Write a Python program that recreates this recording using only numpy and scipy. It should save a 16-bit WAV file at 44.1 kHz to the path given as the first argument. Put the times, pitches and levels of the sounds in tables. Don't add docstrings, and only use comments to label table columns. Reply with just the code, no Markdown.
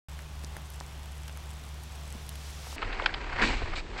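import sys
import numpy as np
from scipy.fft import rfft, irfft, next_fast_len
from scipy.io import wavfile
from scipy.ndimage import uniform_filter1d, map_coordinates

SR = 44100
rng = np.random.default_rng(int(sys.argv[2]) if len(sys.argv) > 2 else 0)


def put_to_file(sound):
    columns = np.atleast_2d(sound).T
    safe = np.clip(columns, -1, 1)
    whole_steps = np.round(safe * 32767)
    wavfile.write(sys.argv[1], SR, whole_steps.astype(np.int16))


N = 176400

START_S, SLOW_MOTION_S = .085, 2.76
SLOW_TOP_HZ, CAMERA_TOP_HZ = 8400, 15900

# pitch in Hz, rms level in dB, level waver in dB.
MOTOR_TONES = [(70.2, -42.5, 1.36), (149.6, -54, 1.2)]
# frequency in Hz, relative level in dB.
AIR_COLOUR = [(20, 0.5), (65, 7.5), (120, 2), (260, -8), (480, -10.5), (850, -7), (1700, -13.5),
              (3500, -14.5), (5000, -29.5), (14000, -31.5)]
# frequency in Hz, relative level in dB.
PATTER_COLOUR = [(300, -8), (3000, 4), (7100, 3), (7900, 11.5), (8900, 5), (12000, 4), (16000, -30)]
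# start in seconds, level in dB,
# band centre in Hz, time to fade 60 dB in seconds, band width in octaves.
FLAKE_HITS = [(.191, -41, 3000, 0.0053, 1.2), (.437, -42.5, 8000, 0.048, 1.8),
              (.4385, -39, 230, 0.053, 0.59), (.446, -39, 5950, 0.011, .4), (.5663, -36, 1160, 0.0072, 1.1),
              (.567, -42.5, 10300, 0.013, 1.2), (.703, -44, 11500, .0018, 0.81),
              (.8025, -39, 5960, .0054, 0.47), (.8095, -34, 560, 0.0048, 2.2),
              (1.280, -38.5, 6500, .02, 1.55), (1.295, -41.5, 2200, 0.0077, 1.4),
              (1.3735, -42, 10000, 0.0029, 1.5), (1.835, -45.5, 12000, 0.02, 1.1),
              (2.1257, -42.5, 13000, .0021, 1), (2.149, -34, 170, 0.031, 0.45),
              (2.292, -36, 8900, 0.0074, 0.97), (2.355, -42, 10000, 0.025, 1.4),
              (2.669, -38.5, 680, .011, 0.78), (2.727, -38.5, 3500, 0.018, 2)]
# frequency in Hz, relative gain in dB.
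HOUSING_BODY = [(100, -16), (230, 13), (420, 6.5), (850, 13), (1900, 3), (6800, -11), (12000, -8),
                (16000, -25)]
# time in seconds, level in dB.
APPROACH_FADER = [(1.5, -57), (2.36, -53.5), (2.47, -49), (2.59, -51), (2.72, -46.5)]
# frequency in Hz, relative level in dB.
GLIDE_COLOUR = [(200, -1.5), (3500, 3), (5800, 4), (9000, -3.5), (12000, -6), (13500, -13)]
# time in seconds, level in dB.
SCRAPE_FADER = [(2.76, -46.5), (2.812, -46), (2.83, -40.5), (2.90, -40), (2.935, -39.5), (3.05, -40.5),
                (3.23, -44), (3.31, -40.5), (3.39, -32), (3.438, -26), (3.462, -33.5), (3.52, -33.5),
                (3.57, -42.5), (3.72, -43), (3.79, -39.5), (3.82, -55), (3.95, -45.5), (4.0, -37.5)]
# frequency in Hz, relative level in dB.
GRIT_COLOUR = [(60, -38), (200, -5), (600, -1), (900, 2.5), (1400, -0.5), (2600, -2), (3500, -13),
               (4500, -11.5), (5700, -24.5), (8500, -30.5)]
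# centre in Hz, width in Hz, relative gain in dB.
BOARD_BOX_MODES = [(510, 35, -4), (758, 26, -1), (972, 43, -1), (1300, 150, -7), (1580, 85, -0.5),
                   (1874, 120, 0.5), (2210, 130, 0.5)]
# time in seconds, level in dB.
WIND_FADER = [(2.72, -62), (2.80, -42.5), (2.86, -34.5), (3.1, -40), (3.38, -37), (3.47, -29.5),
              (3.59, -32.5), (3.67, -33.5), (3.77, -34.5), (3.84, -40.5)]
# frequency in Hz, relative level in dB.
WIND_COLOUR = [(10, -23), (20, -5.5), (28, -1), (42, -8), (90, -16.5), (150, -31.5), (1500, -66.5)]
# frequency in Hz, relative level in dB.
SLOW_AIR_COLOUR = [(60, -14), (380, 0), (550, -10), (1500, -15.5), (4600, -19.5), (5700, -28),
                   (8500, -30.5)]
# start in seconds, level in dB,
# band centre in Hz, time to fade 60 dB in seconds, band width in octaves.
KNOCK_HITS = [(2.7812, -32.5, 2600, .009, .7), (2.819, -28.5, 1090, .03, 1.3),
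              (2.8255, -23, 1100, .055, 1.1), (2.927, -32.5, 2000, .035, 1.6),
              (2.9976, -23, 1300, .014, 0.65), (3.0216, -28, 700, .012, 0.57),
              (3.0222, -35.5, 3150, .021, .2), (3.0595, -15.5, 2550, .028, 1.36),
              (3.0598, -16.5, 1510, 0.015, .27), (3.0915, -31, 1730, .014, 0.23),
              (3.1400, -28.5, 4060, .024, 0.96), (3.1435, -27.5, 1500, .024, 1.5),
              (3.398, -25, 1880, .04, 0.22), (3.4155, -25, 1760, .025, 1), (3.4225, -18, 1840, .06, 0.36),
              (3.437, -18.5, 1690, .045, 0.66), (3.617, -28.5, 430, .04, .9)]
# frequency in Hz, relative gain in dB.
KNOCK_BODY = [(100, -21.5), (500, -2), (800, 1), (1650, -0.5), (2400, 0.5), (4100, -3.5), (5000, -7),
              (5700, -27), (8500, -32)]
# start in seconds, hold in seconds, time to fade 60 dB in seconds,
# level in dB.
TAIL_BURSTS = [(3.402, 0.0087, 0.38, -29)]
# frequency in Hz, relative level in dB.
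FLEX_COLOUR = [(60, -24), (140, -15), (190, -3), (245, 6.5), (330, 0), (430, -4), (1000, -51)]
# start in seconds, hold in seconds, time to fade 60 dB in seconds,
# level in dB.
SPRAY_BURSTS = [(3.416, .035, .6, -31.5), (3.754, .04, .05, -40), (3.975, .03, .1, -43.5)]
# frequency in Hz, relative level in dB.
POWDER_COLOUR = [(1500, -25), (2300, 10), (3300, 0.5), (4200, 3), (5000, -2), (5700, -11), (8000, -10.5),
                 (9000, -24.5)]


def amp(db):
    return 10 ** (np.asarray(db) / 20)


def unit(x):
    return x / np.sqrt(np.mean(x ** 2) + 1e-20)


def seconds():
    return np.arange(N) / SR


def eq_gain(points, hz):
    point_hz, db = np.transpose(points)
    return amp(np.interp(np.log(hz + 1), np.log(point_hz + 1), db))


def fader(points):
    return amp(np.interp(seconds(), *np.transpose(points)))


def wobble(per_s):
    return map_coordinates(rng.standard_normal(4096), [seconds() * per_s], mode="wrap")


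def filtered(x, response):
    size = next_fast_len(N + SR // 2)
    return irfft(rfft(x, size) * response(np.fft.rfftfreq(size, 1 / SR)), size)[:N]


def coloured(x, colour):
    return unit(filtered(x, lambda hz: eq_gain(colour, hz)))


def noise(colour):
    return coloured(rng.standard_normal(N), colour)


def grains(per_s, spread_db):
    size = amp(spread_db * np.clip(rng.standard_normal(N), -2, 2)) * rng.choice([-1, 1], N)
    return unit(size * (rng.random(N) < per_s / SR))


def bursts(rows, attack_s):
    t, envelope = seconds(), np.zeros(N)
    for start, hold, t60, db in rows:
        attack = np.clip((t - start) / attack_s, 0, 1)
        since_release = np.maximum(t - start - attack_s - hold, 0)
        envelope += attack * amp(db - 60 * since_release / t60)
    return envelope


def impacts(rows, body, lag_s, ring):
    size = 8192
    track = np.zeros(N + size)
    t, hz = np.arange(size) / SR, np.fft.rfftfreq(size, 1 / SR) + 1
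    bending = np.exp(-4j * np.pi * lag_s * np.sqrt(1000 * hz))
    for start, db, centre_hz, t60, octaves in rows:
        blow = ring * rng.standard_normal(size) * amp(-60 * t / t60)
        blow[0] = 1
        band = np.exp(-.5 * (np.log2(hz / centre_hz) / octaves) ** 2)
        hit = irfft(rfft(blow) * bending * band * eq_gain(body, hz))
        punch = np.sqrt(np.sum(hit ** 2) / (.002 * SR))
        track[round(start * SR):][:size] += amp(db) * hit / punch
    return track[:N]


def camera_hum():
    hum = np.zeros(N)
    for hz, db, waver_db in MOTOR_TONES:
        peak = np.sqrt(2) * amp(db + waver_db * wobble(14))
        hum += peak * np.sin(2 * np.pi * hz * seconds() + 0.08 * wobble(8.34))
    return hum + amp(-48 + 0.88 * wobble(13.38)) * noise(AIR_COLOUR)


def snowfall():
    fizz = rng.standard_normal(N)
    landings = grains(per_s=98, spread_db=4)
    crumble = np.sqrt(np.abs(uniform_filter1d(landings ** 2, size=60)))
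    patter = amp(-62.5) * coloured(fizz * crumble, PATTER_COLOUR)
    return patter + impacts(FLAKE_HITS, HOUSING_BODY, lag_s=0.000503, ring=0.59)


def board_approach():
    return fader(APPROACH_FADER) * noise(GLIDE_COLOUR)


def board_scrape():
    def resonance(hz):
        return sum((-1) ** k * amp(db) * 1j * hz * width / (centre ** 2 - hz ** 2 + 1j * hz * width)
                   for k, (centre, width, db) in enumerate(BOARD_BOX_MODES))

    crunch = grains(per_s=1500, spread_db=3)
    grit = coloured(crunch + 0.73 * rng.standard_normal(N), GRIT_COLOUR)
    taps = grains(per_s=1500, spread_db=2)
    ringing = unit(filtered(taps, lambda hz: resonance(hz) * eq_gain(GRIT_COLOUR, hz)))
    pressure = fader(SCRAPE_FADER)
    ring_share = pressure / (pressure + amp(-31.5))
    chatter = amp(2.13 * wobble(110))
    return pressure * chatter * (np.sqrt(1 - ring_share) * grit + np.sqrt(ring_share) * ringing)


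def wind():
    rumble = noise(WIND_COLOUR)
    swell = np.sqrt(np.abs(uniform_filter1d(rumble ** 2, size=4410)) + 1e-6)
    gusts = fader(WIND_FADER) * rumble / swell
    return gusts + amp(-46.5 + 1.1 * wobble(15)) * noise(SLOW_AIR_COLOUR)


def slow_knocks():
    return impacts(KNOCK_HITS, KNOCK_BODY, lag_s=0.001572, ring=0.22)


def tail_thud():
    return bursts(TAIL_BURSTS, attack_s=0.03) * noise(FLEX_COLOUR)


def snow_spray():
    powder = coloured(grains(per_s=4500, spread_db=2.5), POWDER_COLOUR)
    return bursts(SPRAY_BURSTS, attack_s=0.0023) * powder


def scene():
    t = seconds()
    crossfade = np.clip((t - SLOW_MOTION_S) / 0.0091 + .5, 0, 1)
    run_up = (camera_hum() + snowfall() + board_approach()) * (t > START_S) * (1 - crossfade)
    jump = crossfade * (board_scrape() + wind() + slow_knocks() + tail_thud() + snow_spray())
    rounded = jump / (1 + (jump / .33) ** 4) ** .25
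    dulled = filtered(rounded, lambda hz: 1 / np.sqrt(1 + (hz / SLOW_TOP_HZ) ** 80))
    return (run_up + dulled)[None]


def record(dry):
    return filtered(dry[0], lambda hz: np.clip((CAMERA_TOP_HZ - hz) / 300 + .5, 0, 1))[None]


dry = scene()
out = record(dry)
put_to_file(out)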